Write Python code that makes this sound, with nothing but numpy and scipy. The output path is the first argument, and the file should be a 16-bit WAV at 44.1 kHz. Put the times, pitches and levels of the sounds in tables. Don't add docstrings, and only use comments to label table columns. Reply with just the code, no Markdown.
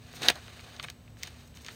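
import sys
import numpy as np
from scipy import signal
from scipy.fft import rfft, irfft, next_fast_len
from scipy.io import wavfile
from scipy.ndimage import map_coordinates

SR = 44100
rng = np.random.default_rng(int(sys.argv[2]) if len(sys.argv) > 2 else 0)


def file_out(sig):
    cols = np.atleast_2d(sig).T
    lim = np.clip(cols, -1, 1)
    pcm = np.round(lim * 32767).astype(np.int16)
    wavfile.write(sys.argv[1], SR, pcm)


N = 77175
TOP_HZ = 16300


def amp(db):
    return 10 ** (np.asarray(db) / 20)


def unit(x):
    return x / np.sqrt(np.mean(x ** 2) + 1e-20)


def along(points, hz):
    f, values = np.transpose(points)
    return np.interp(np.log(hz + 1), np.log(f + 1), values)


def wobble(knots_per_s):
    return map_coordinates(rng.standard_normal(4096), [np.arange(N) * knots_per_s / SR + 2], mode="wrap")


def equalise(x, eq):
    size = 2 ** 17
    cepstrum = irfft(np.log(amp(along(eq, np.fft.rfftfreq(size, 1 / SR)))))
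    cepstrum[1:size // 2] *= 2
    cepstrum[size // 2 + 1:] = 0
    return irfft(rfft(x, size) * np.exp(rfft(cepstrum)))[:N]


def noise(eq):
    return unit(equalise(rng.standard_normal(N), eq))


# f/Hz, gain/dB
DRONE_EQ = [(20, -37.5), (38, -19.5), (52, -5), (75, -3.5), (130, -4), (200, -11.5), (300, -16.5),
            (600, -22.5), (1200, -42), (3000, -52.5)]
HISS_EQ = [(350, -27), (550, -8.5), (720, -9), (1100, -11.5), (2200, -13), (3500, -14.5), (6500, -21),
           (7800, -19.5), (11000, -18.5), (16000, -26.5)]
# f/Hz, level/dB, level swing/dB, phase swing/rad
HUM_TONES = [(75, -61, 4.5, .9), (107, -59, 4.5, .8), (145, -63.5, 6, 1.2), (241, -62.5, .8, .25)]

def idling_vehicle(whine_hz=7800):
    t = np.arange(N) / SR
    hum = 0
    for hz, db, swing_db, swing_rad in HUM_TONES:
        swell = amp(swing_db * wobble(11.15))
        phase = 2 * np.pi * hz * t + swing_rad * wobble(7.4)
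        hum += amp(db) * unit(swell * np.cos(phase))
    whine = noise([(whine_hz * .93, -60), (whine_hz * .99, 0),
                   (whine_hz * 1.01, 0), (whine_hz * 1.07, -60)])
    return hum + amp(-55) * noise(DRONE_EQ) + amp(-63) * noise(HISS_EQ) + amp(-72) * whine


# f/Hz, T60/s
CABIN_DECAY = [(200, .12), (1000, 0.036), (4000, 0.083), (14000, 0.036)]

def cabin_tail(early_t60_s=.018, late_db=-7.5):
    hz, frame_s, spectra = signal.stft(rng.standard_normal(SR // 5), SR, nperseg=128)
    decay = amp(-60 * frame_s / along(CABIN_DECAY, hz)[:, None])
    late = signal.istft(spectra * decay, SR, nperseg=128)[1]
    t = np.arange(len(late)) / SR
    early = rng.standard_normal(len(t)) * amp(-60 * t / early_t60_s)
    tail = (unit(early) + amp(late_db) * unit(late)) * (t > .0007)
    return tail / np.linalg.norm(tail)


# f/Hz, width/Hz, gain/dB
AIR_MODES = [(480, 45, -3), (718, 37, 1), (1157, 37, -4), (1720, 26, -9.5), (2510, 89.2, -9.5),
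             (3014, 48, -6.5)]

def hollows(paper):
    size = next_fast_len(N + SR // 2)
    f = np.fft.rfftfreq(size, 1 / SR)
    ring = sum(amp(db) * 1j * f * width / (hz * hz - f * f + 1j * f * width)
               for hz, width, db in AIR_MODES)
    return irfft(rfft(paper, size) * (1 + ring), size)[:N]


def rubbing(strokes, eq, grains_per_s, grain_db, flutter_db):
    t = np.arange(N) / SR
    power = 0
    for start, end, db, attack, release in strokes:
        rise = np.clip((t - start) / attack, 0, 1)
        fall_db = 60 * np.maximum(t - end, 0) / release
        power += (rise * amp(db - fall_db)) ** 2
    catches = (rng.random(N) < grains_per_s / SR) * rng.standard_normal(N)
    friction = rng.standard_normal(N) + amp(grain_db) * unit(catches)
    flutter = amp(flutter_db * wobble(90))
    return unit(equalise(friction, eq)) * np.sqrt(power) * flutter


# start/s, end/s, level/dB, attack/s, release/s
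SWISH_STROKES = [(.125, .175, -56, 0.017, 0.18), (1.17, 1.2, -63, .004, .1), (1.3, 1.46, -63.5, 0.039, .35),
                 (1.545, 1.62, -60.5, 0.0062, .2), (1.712, 1.75, -55.5, .006, .1)]
# f/Hz, gain/dB
SWISH_EQ = [(1500, -25.5), (4000, -2.5), (6500, 0.5), (9000, 0.5), (13000, -3.5), (16000, -8)]

def swishes():
    return rubbing(SWISH_STROKES, SWISH_EQ, grains_per_s=320, grain_db=-6, flutter_db=4.5)


# start/s, end/s, level/dB, attack/s, release/s
SHOVE_STROKES = [(.335, .39, -52.5, 0.016, 0.051), (.472, .484, -61, .005, 0.036),
                 (.64, .76, -60, 0.017, 0.092), (.765, .8, -57.5, 0.011, .04),
                 (.882, .91, -53, .003, 0.032)]
# f/Hz, gain/dB
SHOVE_EQ = [(60, -14), (250, -7), (480, -9.5), (600, 0), (750, 1.5), (950, -7), (1200, -0.5), (1800, -3),
            (4000, -53.5), (9000, -74.5)]

def shoves():
    return rubbing(SHOVE_STROKES, SHOVE_EQ, grains_per_s=250, grain_db=-3, flutter_db=3.0)


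# start/s, end/s, level/dB, attack/s, release/s
SLIDE_STROKES = [(-.04, .2, -54, .12, 0.23), (.3, .6, -53, 0.018, 0.77), (.58, .885, -54, 0.039, 0.26),
                 (1.17, 1.28, -51.5, 0.052, .12), (1.28, 1.42, -57.5, 0.026, 0.5),
                 (1.55, 1.75, -57, 0.012, .1), (1.645, 1.72, -51.5, 0.0052, 0.22)]
# f/Hz, gain/dB
SLIDE_EQ = [(150, -21), (400, 1.5), (750, -2.5), (1000, -2), (1500, 1.5), (3000, 0.5), (4500, 0),
            (5500, -6.5), (9000, -6), (12000, -14), (16000, -17)]

def slides():
    return rubbing(SLIDE_STROKES, SLIDE_EQ, grains_per_s=350, grain_db=-10, flutter_db=1.44)


# start/s, end/s, level/dB, attack/s, release/s
CRINKLE_STROKES = [(.827, .85, -44.5, 0.0015, 0.016), (.868, .87, -67, .001, 0.017),
                   (1.271, 1.279, -50, 0.0038, 0.14), (1.684, 1.691, -55, 0.0017, 0.036)]
# f/Hz, gain/dB
CRINKLE_EQ = [(150, -20), (450, -5.5), (750, -1), (1000, -4.5), (1500, -2.5), (3200, 1), (5000, -12.5),
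              (9000, -3.5), (12000, -15), (16000, -20.5)]

def crinkles():
    return rubbing(CRINKLE_STROKES, CRINKLE_EQ, grains_per_s=500, grain_db=3.5, flutter_db=-2.5)


def snap(at_s, db, centre_hz, octaves, travel_ms, skirt_db, room_db, ripple_db=1.5):
    f = np.fft.rfftfreq(4096, 1 / SR) + 1
    octaves_off = np.log2(f / centre_hz)
    peak = np.exp(-.5 * (octaves_off / octaves) ** 2)
    skirt = amp(skirt_db) / (1 + ((octaves_off + .7) / 2) ** 4)
    ripple = amp(ripple_db * map_coordinates(rng.standard_normal(64), [f / 450]))
    phase = 2 * np.pi * travel_ms / 1000 * (2 * np.sqrt(1000 * f) - f * np.sqrt(1000 / TOP_HZ))
    lead_samples = 64
    chirp = np.roll(irfft((peak + skirt) * ripple * np.exp(-1j * phase)), lead_samples)
    chirp *= amp(db) / np.abs(chirp).max()
    sound = amp(room_db) * signal.fftconvolve(chirp, cabin_tail())
    sound[:len(chirp)] += chirp
    return np.pad(sound, (max(round(at_s * SR) - lead_samples, 0), N))[:N]


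# t/s, level/dB, f/Hz, width/octaves,
# travel time at 1 kHz/ms
FOLD_SNAPS = [(0.1296, -41, 3480, 1.5, 2.8), (.1365, -40.5, 1010, 1.2, 3), (0.167, -36, 3000, 0.73, 2.6),
              (.2322, -23.5, 3730, 0.51, 2.7), (.2642, -30, 12500, 0.33, 1.2),
              (.2856, -5.5, 10560, 0.15, 0.96), (0.2886, -10, 3050, .55, 2.22),
              (0.3009, -12.5, 9300, 0.26, 2.9), (.3012, -17, 4160, .5, 1.54),
              (0.302, -18.5, 2350, 0.74, 3.5), (0.3561, -36.5, 3950, 1.1, 3), (.4795, -41, 1170, 1.3, 5.4),
              (0.594, -36.5, 2340, 0.58, 3), (.609, -40.5, 4500, 1.2, 2), (.7645, -35, 4130, 0.47, 2.8),
              (0.7966, -24, 2780, 0.46, 4.7), (.7985, -30.5, 1270, 0.3, 2.4),
              (.8277, -31.5, 3460, 1.14, 3.1), (0.8414, -27.5, 2980, 0.51, 1.8),
              (0.8437, -30, 1520, 0.55, 3.4), (0.8486, -32.5, 2100, 0.36, 3.6),
              (0.8838, -31, 2160, 0.71, 4), (.9, -29, 3310, 1.3, 4), (1.0778, -44, 2280, 0.52, 2.8),
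              (1.104, -50, 4930, 2.2, 2), (1.169, -48, 1500, 1, 3), (1.2271, -32, 3600, 0.58, 2),
              (1.2326, -18.5, 5280, 0.46, 2.5), (1.2329, -20.5, 13800, 0.31, 1),
              (1.2338, -24.5, 2240, 0.34, 1.85), (1.2519, -35, 3800, .5, 1.3),
              (1.2623, -34.5, 3400, 0.42, 1.8), (1.2719, -35.5, 4630, 0.98, 4.6),
              (1.275, -38.5, 1770, 1.5, 3.5), (1.542, -47.5, 2700, 0.49, 3.8),
              (1.571, -40, 3180, 1.25, 5.2), (1.647, -36, 3800, 1, 4), (1.6638, -31, 3750, 0.87, 3),
              (1.6835, -30.5, 2230, 0.97, 4), (1.6882, -31, 1610, 0.47, 2.4)]

def fold_snaps():
    return sum(snap(*fold, skirt_db=-27, room_db=-5.5) for fold in FOLD_SNAPS)


# start/s, end/s, level/dB, attack/s, release/s
SKID_STROKES = [(.13, .218, -47.5, 0.055, .03), (.216, .24, -34, 0.0028, 0.036),
                (.226, .284, -33.5, 0.0065, .02), (.277, .285, -22.5, 0.01, 0.015),
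                (.352, .378, -48, .005, 0.04)]
# f/Hz, gain/dB
SKID_EQ = [(70, -23.5), (130, -5), (280, 0), (480, -1.5), (600, -7), (780, -2), (950, -5.5), (1700, -2.5),
           (3000, -5.5), (4200, -2), (5400, -11.5), (8500, -11), (11000, -16), (16000, -24)]

def bundle_skid():
    return rubbing(SKID_STROKES, SKID_EQ, grains_per_s=1500, grain_db=-5, flutter_db=1.7)


# start/s, end/s, level/dB, attack/s, release/s
FLOP_STROKES = [(.2835, .29, -22.5, .003, 0.053), (.296, .304, -21.5, .004, 0.021),
                (.308, .318, -39, .004, .1)]
# f/Hz, gain/dB
FLOP_EQ = [(60, -31.5), (150, -15.5), (280, -12), (500, -1.5), (800, -3.5), (1100, -10), (1750, 2.5),
           (2150, -2.5), (2900, -3), (4300, -9), (5300, -13), (8500, -16), (11000, -25.5), (16000, -20)]

def bundle_slap():
    flop = rubbing(FLOP_STROKES, FLOP_EQ, grains_per_s=1500, grain_db=-0.5, flutter_db=0.5)
    crack = snap(at_s=.2848, db=0.5, centre_hz=3590, octaves=0.43, travel_ms=3.9,
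                 skirt_db=-29.5, room_db=-11.5)
    return flop + crack


def scene(paper_trim_db=-1.44):
    bundle = bundle_skid() + bundle_slap()
    sheets = slides() + crinkles() + shoves() + swishes() + fold_snaps()
    return (amp(paper_trim_db) * hollows(bundle + sheets) + idling_vehicle())[None]


# f/Hz, gain/dB
MIC_EQ = [(20, 0.5), (3300, 0), (3400, -10), (3500, 2.5), (5200, -1.5), (6700, 2.5), (7000, -2.5),
          (7250, -10), (7600, -6), (8300, -2), (9200, -3), (10000, -12.5), (10700, -16), (11700, -6),
          (13200, -1.5), (14500, -5.5), (15400, 3), (16500, -17)]

def record(dry):
    size = next_fast_len(N + SR // 2)
    notched = equalise(dry[0], MIC_EQ)
    passband = np.fft.rfftfreq(size, 1 / SR) < TOP_HZ
    return irfft(rfft(notched, size) * passband, size)[None, :N]


dry = scene()
out = record(dry)
file_out(out)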